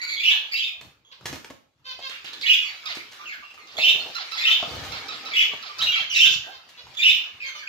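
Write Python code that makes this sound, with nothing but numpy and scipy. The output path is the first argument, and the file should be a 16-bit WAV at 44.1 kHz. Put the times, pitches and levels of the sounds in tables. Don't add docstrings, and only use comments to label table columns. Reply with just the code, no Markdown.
import sys
import numpy as np
from scipy import signal
from scipy.fft import rfft, irfft, next_fast_len
from scipy.io import wavfile
from scipy.ndimage import uniform_filter1d

SR = 44100
rng = np.random.default_rng(int(sys.argv[2]) if len(sys.argv) > 2 else 0)


def to_wav(sig):
    pcm = np.clip(np.atleast_2d(sig), -1, 1) * 32767
    pcm = np.round(pcm).astype(np.int16)
    wavfile.write(sys.argv[1], SR, pcm.T)


def nominal_scale(level):
    x = np.asarray(level, float) / 20
    return 10 ** x


N = 338943


def evened(x):
    return x / np.sqrt(np.mean(x ** 2) + 1e-20)


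def smoothed_noise(count, width):
    return uniform_filter1d(rng.standard_normal(count), width)


def read(points, hz):
    f, value = np.transpose(points)
    return np.interp(np.log(hz + 1), np.log(f + 1), value)


def add(mix, s, sound):
    part = mix[..., max(round(s * SR), 0):][..., :sound.shape[-1]]
    part += sound[..., :part.shape[-1]]


def coloured(x, points):
    size = next_fast_len(x.shape[-1])
    gain = nominal_scale(read(points, np.fft.rfftfreq(size, 1 / SR)))
    return irfft(rfft(x, size) * gain, size)[..., :x.shape[-1]]


def syrinx(hz, partial_db, waver, rough, air_db, edge):
    count = len(hz)
    drift = evened(uniform_filter1d(smoothed_noise(count, 50), 50))
    shake = evened(uniform_filter1d(smoothed_noise(count, 50), 50))
    turns = np.cumsum(hz * (1 + waver * drift)) / SR
    tone = np.zeros(count)
    for k, db in enumerate(partial_db, 1):
        audible = k * hz < SR / 2.5
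        tone += nominal_scale(db) * np.sin(2 * np.pi * k * turns) * audible
    air = nominal_scale(air_db) * rng.standard_normal(count)
    voice = np.sqrt(2) * tone * (1 + rough * shake) + air
    return voice * signal.windows.tukey(count, np.clip(edge, 0, 1))


# (time [s], length [s], low voice [Hz], high voice [Hz], level [dB])
CONTACT_CALLS = [(0.204, 0.1, 2678, 3402, -18), (2.436, 0.095, 2620, 3358, -17),
                 (3.789, 0.093, 2755, 3566, -15), (4.402, 0.11, 2732, 3575, -17),
                 (5.312, .096, 2659, 3356, -18), (6.162, 0.093, 2780, 3516, -14.5),
                 (6.986, 0.11, 2662, 3556, -14)]
# (place [share of call], length [s], start pitch [ratio], end pitch [ratio], level [dB])
LOW_TUNE = [(0.438, .02, .97, 1.0, -2), (0.601, 0.029, 1.11, 1.09, 1.5), (0.836, 0.0292, .99, .94, -2),
            (1.075, 0.025, 1.15, 1.14, -6.5), (1.452, 0.0222, 1.04, 1.09, -10)]
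# (place [share of call], length [s], start pitch [ratio], end pitch [ratio], level [dB])
HIGH_TUNE = [(0.279, 0.027, 1.02, 1.0, -8), (1.0, 0.025, .98, 1.02, -3)]
# (time [s], pitch [Hz], level [dB])
OPENING_NOTES = [(0.2, 2390, -23.5), (2.433, 2210, -23.5), (3.78, 2200, -30), (4.407, 2507, -25),
                 (5.32, 2300, -29), (6.162, 2640, -16), (6.991, 2404, -24.5)]
# (time [s],
# length [s], start [Hz], end [Hz], level [dB])
LOOSE_NOTES = [(.164, 0.061, 3315, 3490, -32.5), (.277, 0.039, 2360, 2220, -27),
               (.319, 0.02, 3685, 3620, -30.5), (.524, 0.022, 4754, 4700, -25),
               (3.435, 0.03, 2734, 2720, -43.5), (2.461, 0.012, 3000, 2900, -24),
               (2.628, 0.016, 2650, 2510, -28), (3.255, 0.048, 2886, 2390, -36),
               (3.29, 0.037, 2287, 2056, -34.5), (3.325, 0.03, 1850, 1250, -30),
               (6.1, 0.097, 3000, 2760, -26.5), (3.502, 0.019, 2680, 2770, -43),
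               (3.823, 0.038, 4220, 4240, -35.5), (5.819, 0.035, 3784, 3923, -21),
               (5.861, 0.053, 2810, 2846, -20.5), (5.919, 0.036, 3270, 3145, -23),
               (5.964, 0.0081, 2627, 2580, -24.5), (5.916, 0.06, 2367, 2257, -25),
               (6.002, 0.015, 3270, 3110, -25.5), (6.148, 0.032, 3670, 4060, -26),
               (7.403, 0.034, 2687, 2250, -34.5), (7.43, 0.045, 2310, 2086, -33.5),
               (7.674, 0.025, 2450, 2615, -30.5), (5.812, 0.011, 3167, 3230, -23.5),
               (5.968, 0.028, 2700, 2683, -31), (6.03, 0.027, 2290, 2010, -38.5),
               (5.345, .03, 2550, 2580, -27), (5.4, .04, 2400, 2250, -27), (7.03, .02, 2900, 2750, -20),
               (.53, .012, 2050, 2300, -30), (.543, .013, 2760, 2650, -24), (.563, .025, 3850, 3980, -29),
                (.58, .015, 2600, 2760, -25), (.594, .02, 3100, 3350, -25.5), (.56, .03, 2600, 3400, -29),
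                (.61, .03, 2900, 3100, -29), (.235, .02, 2750, 2900, -22), (.627, .011, 2500, 2750, -26),
                (.638, .012, 3500, 3720, -26), (.664, .014, 3600, 3600, -29), (.677, .015, 2500, 2600, -31),
                (.26, .03, 3000, 2950, -19), (.305, .03, 3100, 3600, -22), (2.499, .018, 2950, 2950, -16),
                (2.455, .02, 1900, 1950, -32), (2.465, .03, 4000, 4150, -35),
                (4.508, .016, 3550, 3520, -17), (4.455, .012, 2650, 2680, -20),
                (4.385, .05, 4000, 4150, -33), (3.795, .022, 2650, 2680, -24),
                (3.885, .02, 2800, 2780, -17), (5.375, .03, 2950, 3050, -20),
                (7.083, .014, 2750, 2600, -18), (6.2, .025, 2750, 2800, -18), (6.24, .02, 3000, 2750, -17)]
# (frequency [Hz], gain [dB])
PARAKEET_BEAK = [(1200, -17), (1900, -2), (4500, 0), (6000, -9), (10000, -11), (14000, -4)]


def parakeet():
    notes = LOOSE_NOTES
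    opening_s, sag = 0.028, 0.018
    for s, hz, db in OPENING_NOTES:
        notes = notes + [(s, opening_s, hz * (1 + sag), hz * (1 - sag), db)]
    for s, call_s, low_hz, high_hz, call_db in CONTACT_CALLS:
        for voice_hz, tune in ((low_hz, LOW_TUNE), (high_hz, HIGH_TUNE)):
            for place, length, start, end, db in tune:
                notes = notes + [(s + place * call_s, length, voice_hz * start, voice_hz * end, call_db + db)]
    out = np.zeros(N)
    scoop, scoop_s = 0.07, 0.003
    for s, length, start_hz, end_hz, db in notes:
        hz = np.linspace(start_hz, end_hz, round((length + 0.0056) * SR))
        hz = hz * (1 - scoop * np.exp(-np.arange(len(hz)) / (scoop_s * SR)))
        note = syrinx(hz, (-2.5, -19, -23, -41, -30), waver=0.016, rough=0.55, air_db=-17, edge=0.45)
        add(out, s - 0.005, nominal_scale(db) * note)
    return coloured(out, PARAKEET_BEAK)


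# (time [s], length [s], start [Hz], end [Hz], level [dB])
SOFT_PEEPS = [(.014, .04, 2255, 2280, -34), (.075, .087, 2283, 2200, -34.5),
              (0.306, .061, 1253, 680, -48.5), (0.51, .095, 2372, 2398, -39),
              (1.045, 0.075, 3300, 3320, -62), (2.411, .009, 3415, 3935, -39.5),
              (2.644, .061, 2235, 2270, -41.5), (2.684, .021, 2133, 1830, -44.5),
              (3.271, .028, 6800, 6505, -56.5), (3.592, .05, 2200, 2050, -54),
              (3.767, 0.03, 3400, 3500, -34), (3.998, .03, 4245, 4300, -39), (4.375, .027, 3330, 3510, -34),
              (5.782, 0.02, 4730, 4675, -38), (6.095, .076, 3170, 1790, -34),
              (5.974, .031, 4070, 4220, -37), (6.969, .047, 3453, 3400, -33.5),
              (6.941, .027, 3420, 3450, -48), (7.01, 0.016, 1915, 1815, -40),
              (6.463, .051, 603, 849, -44.5), (7.416, .077, 2600, 2125, -48.5),
              (7.59, .03, 2445, 2150, -46), (7.621, .027, 1785, 1485, -42.5),
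               (7.48, .021, 1750, 1400, -47), (7.463, .032, 3250, 3120, -41),
               (7.451, .054, 2185, 2085, -42.5), (7.549, .051, 3075, 2905, -48.5),
               (7.551, .014, 1245, 1190, -44.5), (3.188, .049, 1155, 1245, -47),
               (3.233, 0.0144, 1305, 1595, -45), (3.206, .024, 3685, 3705, -56),
               (3.424, .019, 1205, 1125, -50), (3.574, 0.0187, 1275, 1155, -48),
               (5.901, .029, 1495, 1405, -41.5), (6.016, 0.027, 1745, 1600, -44),
               (.031, .021, 1455, 1445, -44.5), (6.248, 0.0254, 1650, 1500, -36.5),
               (6.44, .03, 1600, 1590, -46), (5.4, 0.045, 5100, 5200, -46.5),
               (5.512, .025, 1180, 1130, -49), (2.835, .025, 1300, 1300, -48.5),
               (2.89, .03, 2050, 2000, -41.5), (5.69, 0.028, 1200, 1150, -44.5)]
# (frequency [Hz], level [dB])
OCTAVE_OVER = [(1500, -11), (2400, -5.5), (3400, -10), (4600, -5.5), (6000, -7), (9000, -31)]


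def peeps():
    out = np.zeros(N)
    for s, length, start_hz, end_hz, db in SOFT_PEEPS:
        hz = np.linspace(start_hz, end_hz, round(length * SR))
        octave_db = read(OCTAVE_OVER, 2 * hz)
        partial_db = (0, octave_db, 2 * octave_db - 6)
        add(out, s, nominal_scale(db) * syrinx(hz, partial_db, waver=0.014, rough=0.49, air_db=-13.5, edge=0.14))
    return out


# (time [s], length [s], pitch [Hz], level [dB], sag [share of pitch])
NASAL_BEEPS = [(1.112, 0.022, 610, -43, .25), (1.84, 0.097, 535, -36, 0.063),
               (2.002, .09, 551.6, -34, .066), (5.73, 0.11, 514, -44, 0.013), (6.497, 0.07, 560, -43, 0.1),
               (6.769, 0.037, 497, -42.5, 0.024), (7.417, 0.081, 545.5, -42, 0.0376),
               (7.527, .069, 611.6, -41.5, 0.044)]
# (frequency [Hz], level [dB])
NASAL_COLOUR = [(500, -9), (1000, -3), (2000, -4), (3150, 3.5), (4600, 0), (5600, -12), (8300, -36),
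                (15000, -34.5)]


def beeps():
    out = np.zeros(N)
    for s, length, pitch_hz, db, sag in NASAL_BEEPS:
        u = np.linspace(0, 1, round(length * SR))
        hz = pitch_hz * (1 - 0.07 * np.exp(-u / 0.13) - sag * u)
        partial_db = [read(NASAL_COLOUR, k * hz) - 6 for k in range(1, 28)]
        swell = nominal_scale(db - 7.1 * (1.5 - u))
        add(out, s, swell * syrinx(hz, partial_db, waver=0.0012, rough=0.3, air_db=-14, edge=0.5))
    return out


# (time [s], top pitch [Hz], level [dB], hold [s])
FALLING_CHIRPS = [(2.86, 1247, -39, .03), (3.193, 1173, -61, .03), (3.673, 1250, -59, .02),
                  (4.153, 1377, -36.5, .034), (4.319, 1339, -39, .034), (4.479, 1332, -37, .03),
                  (4.923, 1376, -39, .022), (5.088, 1292, -40, .03), (5.256, 1312, -40.5, .03),
                  (5.629, 1354, -42.5, .014), (5.791, 1321, -36, .026), (5.96, 1348, -38.5, .03)]
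# (frequency [Hz], level [dB])
FINCH_BEAK = [(600, -10), (1300, 1.5), (2700, -1), (4100, 2), (5400, -9), (8000, -30), (15000, -29.5)]


def chirps():
    out = np.zeros(N)
    rise_s, drop_s, slide_s = 0.00798, 0.013, 0.043
    pitch_ratios = (0.85, 1, 1, 0.63, 0.42)
    for s, top_hz, db, hold in FALLING_CHIRPS:
        dropped = hold + drop_s
        t = np.arange(round((dropped + slide_s) * SR)) / SR
        arch = 1 - 0.035 * (2 * np.minimum(t / hold, 1) - 1) ** 2
        corners = (0, rise_s, max(hold, rise_s), dropped, t[-1])
        hz = top_hz * arch * np.interp(t, corners, pitch_ratios)
        break_db = -6 * np.clip((t - hold) / 0.01, 0, 1)
        fade_db = 50 * t
        partial_db = [read(FINCH_BEAK, k * hz) - fade_db + break_db * (k > 1) for k in range(1, 16)]
        waver = 0.0091 + 0.04 * np.abs(1 - hz / top_hz)
        call = syrinx(hz, partial_db, waver=waver, rough=0.27, air_db=-29.5, edge=0.2)
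        hoarse = syrinx(np.full(2000, 4250), (0,), waver=0.12, rough=0.3, air_db=-20, edge=0.5)
        spit = syrinx(np.full(400, 4800), (0,), waver=0.15, rough=0.3, air_db=-6, edge=0.1)
        add(out, s - 0.005, nominal_scale(db) * call)
        add(out, s + hold, nominal_scale(db - 5) * hoarse)
        add(out, s - 0.005, nominal_scale(db - 2) * spit)
    return out


# (time [s], length [s], centre [Hz], level [dB], pitch scatter [share])
HOARSE_RASPS = [(.001, 0.0082, 2015, -35.5, 0.022), (.001, 0.4, 4106, -44, 0.033),
                (0.087, 0.14, 3625, -44, 0.076), (2.098, 0.069, 2598, -41, 0.245),
                (2.244, 0.05, 2900, -40, 0.285), (2.332, 0.012, 3440, -38.5, 0.2),
                (2.413, 0.028, 3834, -35, 0.15), (2.858, 0.073, 3256, -37.5, 0.246),
                (2.958, 0.068, 2332, -45, 0.08), (4.37, .14, 2050, -35, .07), (5.33, .12, 2150, -34, .06),
                (3.67, .09, 3500, -52, .3), (0.31, 0.053, 1722, -39.5, 0.047),
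                (3.78, 0.047, 4146, -35, 0.08), (4.33, .1, 4700, -41, .08), (6.136, 0.22, 5046, -35, 0.26),
                (6.163, .06, 5450, -34, .02)]


def rasps():
    out = np.zeros(N)
    for s, length, centre_hz, db, scatter in HOARSE_RASPS:
        hz = np.full(round(length * SR), centre_hz)
        add(out, s, nominal_scale(db) * syrinx(hz, (0, -22), waver=scatter, rough=0.21, air_db=-16.5, edge=0.047))
    return out


# (time [s], wire rattle level [dB], thud level [dB], thud pitch [Hz], rattle length [s])
CAGE_KNOCKS = [(0.81, -50, -58.5, 590, 0.041), (1.209, -60, -57.5, 810, 0.039),
               (1.255, -33, -37, 357, 0.081), (1.327, -40.5, -34.5, 285, 0.069),
               (1.356, -41, -42.5, 244.4, 0.031), (1.444, -47, -52, 431, 0.039),
               (1.504, -57, -39, 276, 0.031), (1.4999, -54, -38.5, 549, 0.055),
               (1.989, -54, -46, 700, 0.06), (2.095, -42, -58, 480, 0.017), (2.244, -44, -75, 546, 0.04),
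               (2.95, -45, -87, 680, 0.056), (2, -48, -75, 600, .02), (2.414, -39.5, -75, 600, .02),
               (2.969, -41.5, -42, 328, 0.023), (3.1134, -54, -77, 630, 0.31),
               (3.539, -52, -52.5, 800, 0.049), (3.783, -46, -32, 650, 0.1), (3.947, -46, -43, 395, 0.062),
               (4.6, -52, -47, 716, 0.0078), (4.626, -57, -29, 683, 0.01), (4.835, -47, -42, 638, 0.18),
               (2.332, -41, -63, 550, 0.03), (4.675, -70, -38, 145, .02), (4.718, -70, -41, 150, .02),
               (4.762, -70, -39, 130, .02), (5.532, -52, -36, 420, 0.03), (5.8206, -40.5, -48.5, 860, 0.2),
               (5.783, -39.5, -67, 600, .02), (4.313, -43, -75, 600, 0.03), (3.507, -54, -75, 620, .03),
               (6.948, -50, -72, 600, 0.02), (6.688, -54, -76, 595, 0.08), (6.865, -58, -52, 1000, .03),
               (4.7, -52, -70, 600, .3)]
# (frequency [Hz], level [dB per Hz])
WIRE_COLOUR = [(100, -6), (1000, 0.5), (2000, 2), (4000, -2.5), (7000, -6.5), (15000, -14.5)]


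def cage():
    wires, thuds = np.zeros(N), np.zeros(N)
    t = np.arange(round(0.3 * SR)) / SR
    for s, rattle_db, thud_db, thud_hz, length in CAGE_KNOCKS:
        hits = uniform_filter1d(1.0 * (rng.random(len(t)) < 0.004), 30)
        ticks = rng.standard_normal(len(t)) * (0.32 + 13.0 * hits)
        add(wires, s, nominal_scale(rattle_db - 60 * t / max(length, 0.01)) * ticks * np.minimum(t / 0.0021, 1))
        blur = 1.2 + 1.33 * evened(smoothed_noise(len(t), 45))
        thud = blur * np.minimum(t / 0.0033, 1) * np.sin(2 * np.pi * thud_hz * t)
        add(thuds, s, nominal_scale(thud_db - 60 * t / 0.041) * thud)
    return nominal_scale(23.0) * coloured(wires, WIRE_COLOUR), nominal_scale(9.0) * thuds + hum()


# (frequency [Hz], width [Hz], level [dB])
CAGE_MODES = [(284, 55, -6), (465, 23, -6), (810, 70, -6), (1250, 68, -4.5)]
# (time [s], level [dB])
CAGE_SHAKE = [(4.61, -94), (4.64, -43), (5.3, -50), (5.5, -53.5), (5.6, -83)]


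def hum():
    t = np.arange(CAGE_SHAKE[0][0], CAGE_SHAKE[-1][0], 1 / SR)
    shake_db = np.interp(t, *np.transpose(CAGE_SHAKE))
    out = np.zeros(N)
    for hz, width_hz, db in CAGE_MODES:
        ring = np.exp(-np.pi * width_hz / SR)
        push = rng.standard_normal(len(t)) + 1j * rng.standard_normal(len(t))
        slow = signal.lfilter([1], [1, -ring], push)
        mode = evened((slow * np.exp(2j * np.pi * hz * t)).real)
        add(out, t[0], nominal_scale(db + shake_db) * mode)
    return out


# (time [s], length [s], level [dB])
SHORT_FLIGHTS = [(3.717, .42, -41.5), (4.641, .3, -44.5)]
# (frequency [Hz], level [dB per Hz])
WING_COLOUR = [(120, -14.5), (250, -8), (700, -0.5), (1000, -11), (2500, -26.5), (14000, -27.5)]


def wings():
    out = np.zeros(N)
    beats_per_s, depth_db = 23, 7
    for s, length, db in SHORT_FLIGHTS:
        t = np.arange(round(length * SR)) / SR
        uneven = evened(smoothed_noise(len(t), 900))
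        turns = np.cumsum(beats_per_s * (1 + 0.27 * uneven)) / SR
        air = evened(coloured(rng.standard_normal(len(t)), WING_COLOUR))
        beat_db = db - depth_db * np.sin(np.pi * turns) ** 2 + 3.0 * uneven
        add(out, s, nominal_scale(beat_db) * air * signal.windows.tukey(len(t), 0.2))
    return out


# (time [s], rumble level [dB], fall [dB per s])
HAND_BUMPS = [(.85, -43, 129), (1.298, -34, 115), (3.95, -51, 115), (4.74, -39, 45), (6.02, -52, 102),
              (.25, -55.5, 150), (.55, -56, 152), (4.92, -37, 150), (6.88, -49, 120), (7.35, -56, 150),
              (1.8, -62, 148), (5.54, -47, 194), (5.8, -42, 116), (6.26, -34, 110)]


def handling():
    t = np.arange(0, N / SR + 0.01, 0.01)
    rise, still_db = 264, -66.5
    bumps = [db - np.maximum((s - t) * rise, (t - s) * fall) for s, db, fall in HAND_BUMPS]
    return t, np.maximum(np.max(bumps, axis=0), still_db)


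# (time [s], level [dB])
SUPPRESSOR = [(0.0, -70), (.45, -59), (0.899, -76.5), (1.05, -86.5), (1.3, -63.5), (1.72, -96),
              (1.95, -68.5), (2.52, -53), (3.1, -60), (3.57, -65.5), (4.02, -54), (4.75, -48.5),
              (5.7, -55.5), (6.2, -57.5), (6.63, -66), (7.2, -55.5), (7.68, -72)]
# (frequency [Hz], level [dB per Hz])
RUMBLE_COLOUR = [(25, -58), (48, -26), (64, 9), (90, -2), (150, -14), (400, -19), (16000, -42.5)]
# (frequency [Hz], level [dB per Hz])
FLUTTER_COLOUR = [(60, -32.5), (250, -6), (700, -6), (1300, -0.5), (2200, -43.5), (16000, -45.5)]
# (frequency [Hz], level [dB per Hz])
CHATTER_COLOUR = [(500, -61), (1500, 7.5), (2800, 8), (4500, 5), (7000, -8.5), (16000, -17)]
# (frequency [Hz], likeness [share])
LIKENESS = [(60, 0.84), (300, 0.88), (600, 0.7), (1200, 0.067), (15000, 0.07)]


def murmur():
    frames, hz = N // 256 + 5, np.fft.rfftfreq(512, 1 / SR)
    s, chatter_db = np.transpose(SUPPRESSOR)
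    flutter_db = -53 + 0.63 * (chatter_db + 53)
    same = np.clip(read(LIKENESS, hz), -1, 1)[:, None]
    out = np.zeros((2, N))
    # (colour, level over time, lift [dB], patchiness [dB])
    layers = ((RUMBLE_COLOUR, handling(), 0.1, 4.0),
              (FLUTTER_COLOUR, (s, flutter_db), 2.5, 4.5),
              (CHATTER_COLOUR, (s, chatter_db), 11.0, 4.5))
    for colour, level, lift_db, patchy_db in layers:
        a, b, c, d, patches = rng.standard_normal((frames, len(hz), 5)).T
        patches = evened(uniform_filter1d(uniform_filter1d(patches, 2, axis=0), 12, axis=1))
        left = a + 1j * b
        right = same * left + np.sqrt(1 - same ** 2) * (c + 1j * d)
        z = np.array([left, right]) * nominal_scale(read(colour, hz)[:, None] + patchy_db * patches)
        layer = evened(signal.istft(z, nperseg=512, noverlap=256)[1][:, :N])
        out += layer * nominal_scale(lift_db + np.interp(np.arange(N) / SR, *level))
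    return out


# (frequency [Hz], time to fall 60 dB [s])
ROOM_DECAY = [(300, 0.38), (2000, 0.4), (4000, 0.4), (8000, 0.34), (15000, 0.42)]


def room():
    taps = np.zeros((2, SR))
    at = np.arange(200, SR - 20, 20) + rng.integers(0, 20, (2, (SR - 201) // 20))
    np.put_along_axis(taps, at, rng.choice([-1.0, 1.0], at.shape), 1)
    hz, t, z = signal.stft(taps, SR, nperseg=256)
    tail = signal.istft(z * nominal_scale(-60 * t / read(ROOM_DECAY, hz)[:, None]), SR, nperseg=256)[1]
    return tail / np.linalg.norm(tail[0])


def heard(x, tail, wet_db, pan_db, count):
    direct = np.array([x * nominal_scale(pan_db / 2), np.roll(x, count) * nominal_scale(-pan_db / 2)])
    echoes = signal.fftconvolve(x[None], tail, axes=1)[:, :N]
    return direct + nominal_scale(wet_db) * echoes * nominal_scale(np.array([[-1.2], [1.2]]))


# (time [s], lean to the left [dB])
PERCH_PLACES = [(0, 0), (.49, 0), (2.3, -2.5), (3.2, .5), (3.7, -.5), (4.3, 1.2), (5.25, 1.8), (5.75, 0),
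                (6.08, -.5), (6.9, -1), (7.35, 0)]


def perched(x):
    starts = np.transpose(PERCH_PLACES)[0]
    place = np.searchsorted(starts, np.arange(N) / SR, side="right") - 1
    out = np.zeros((2, N))
    for k, (s, lean_db) in enumerate(PERCH_PLACES):
        here = heard(x * (place == k), room(), wet_db=2.0, pan_db=-2.0, count=12)
        out += here * nominal_scale(np.array([[lean_db / 2], [-lean_db / 2]]))
    return out


def scene():
    loud = perched(parakeet())
    loud_db = 10 * np.log10(abs(uniform_filter1d(loud[0] ** 2, 1500)) + 1e-9)
    duck_db = 0.41 * np.maximum(loud_db + 1.0, 0)
    mix = loud + murmur() / nominal_scale(duck_db)
    mix += heard(peeps() + rasps(), room(), wet_db=1.2, pan_db=-5.5, count=9)
    mix += heard(beeps(), room(), wet_db=2.5, pan_db=-2.5, count=14)
    mix += heard(chirps(), room(), wet_db=-1.5, pan_db=-8.0, count=11)
    wires, thuds = cage()
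    near = room()
    mix += heard(wires, near, wet_db=1.0, pan_db=-0.3, count=1)
    mix += heard(thuds + wings(), near, wet_db=-2.0, pan_db=1.0, count=1)
    return mix


# (frequency [Hz], gain [dB])
MIC_COLOUR = [(38, -26), (62, -6.5), (6500, 1.5), (7300, 0.5), (8000, -5), (9200, -5.5), (11500, -4.5),
              (14000, -1.5), (15800, -7.5)]


def microphone(x):
    return coloured(1.2 * np.tanh(x / 1.2), MIC_COLOUR)


def masked(x, depth_db):
    z = signal.stft(x, nperseg=2048)[2]
    power = (abs(z[:, :1024]) ** 2).reshape(2, 128, 8, -1).mean(2)
    band_db = 10 * np.log10(power + 1e-20)
    top_db = band_db.max(1, keepdims=True)
    whim = uniform_filter1d(rng.standard_normal((1,) + band_db.shape[1:]), size=2, axis=2)
    whim_db = 6 * evened(whim) + np.zeros(band_db.shape)
    whim_db[:, 44:] -= 7 - 0.15 * np.abs(top_db - np.median(top_db))
    whim_db -= 8 * np.exp(-((np.arange(128) - 53) / 8) ** 2)[:, None]
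    whim_db[:, :2] += 9
    kept = band_db + whim_db > top_db - depth_db
    z[:, :1024] *= np.repeat(kept, 8, axis=1)
    return signal.istft(z, nperseg=2048)[1][:, :N]


def low_pass(x):
    return signal.sosfilt(signal.butter(12, 16000, fs=SR, output="sos"), x)


def record(dry):
    kept = masked(microphone(dry), depth_db=44)
    finished = coloured(kept, [(15750, 0), (15850, -90)])
    return low_pass(finished)


dry = scene()
out = record(dry)
to_wav(out)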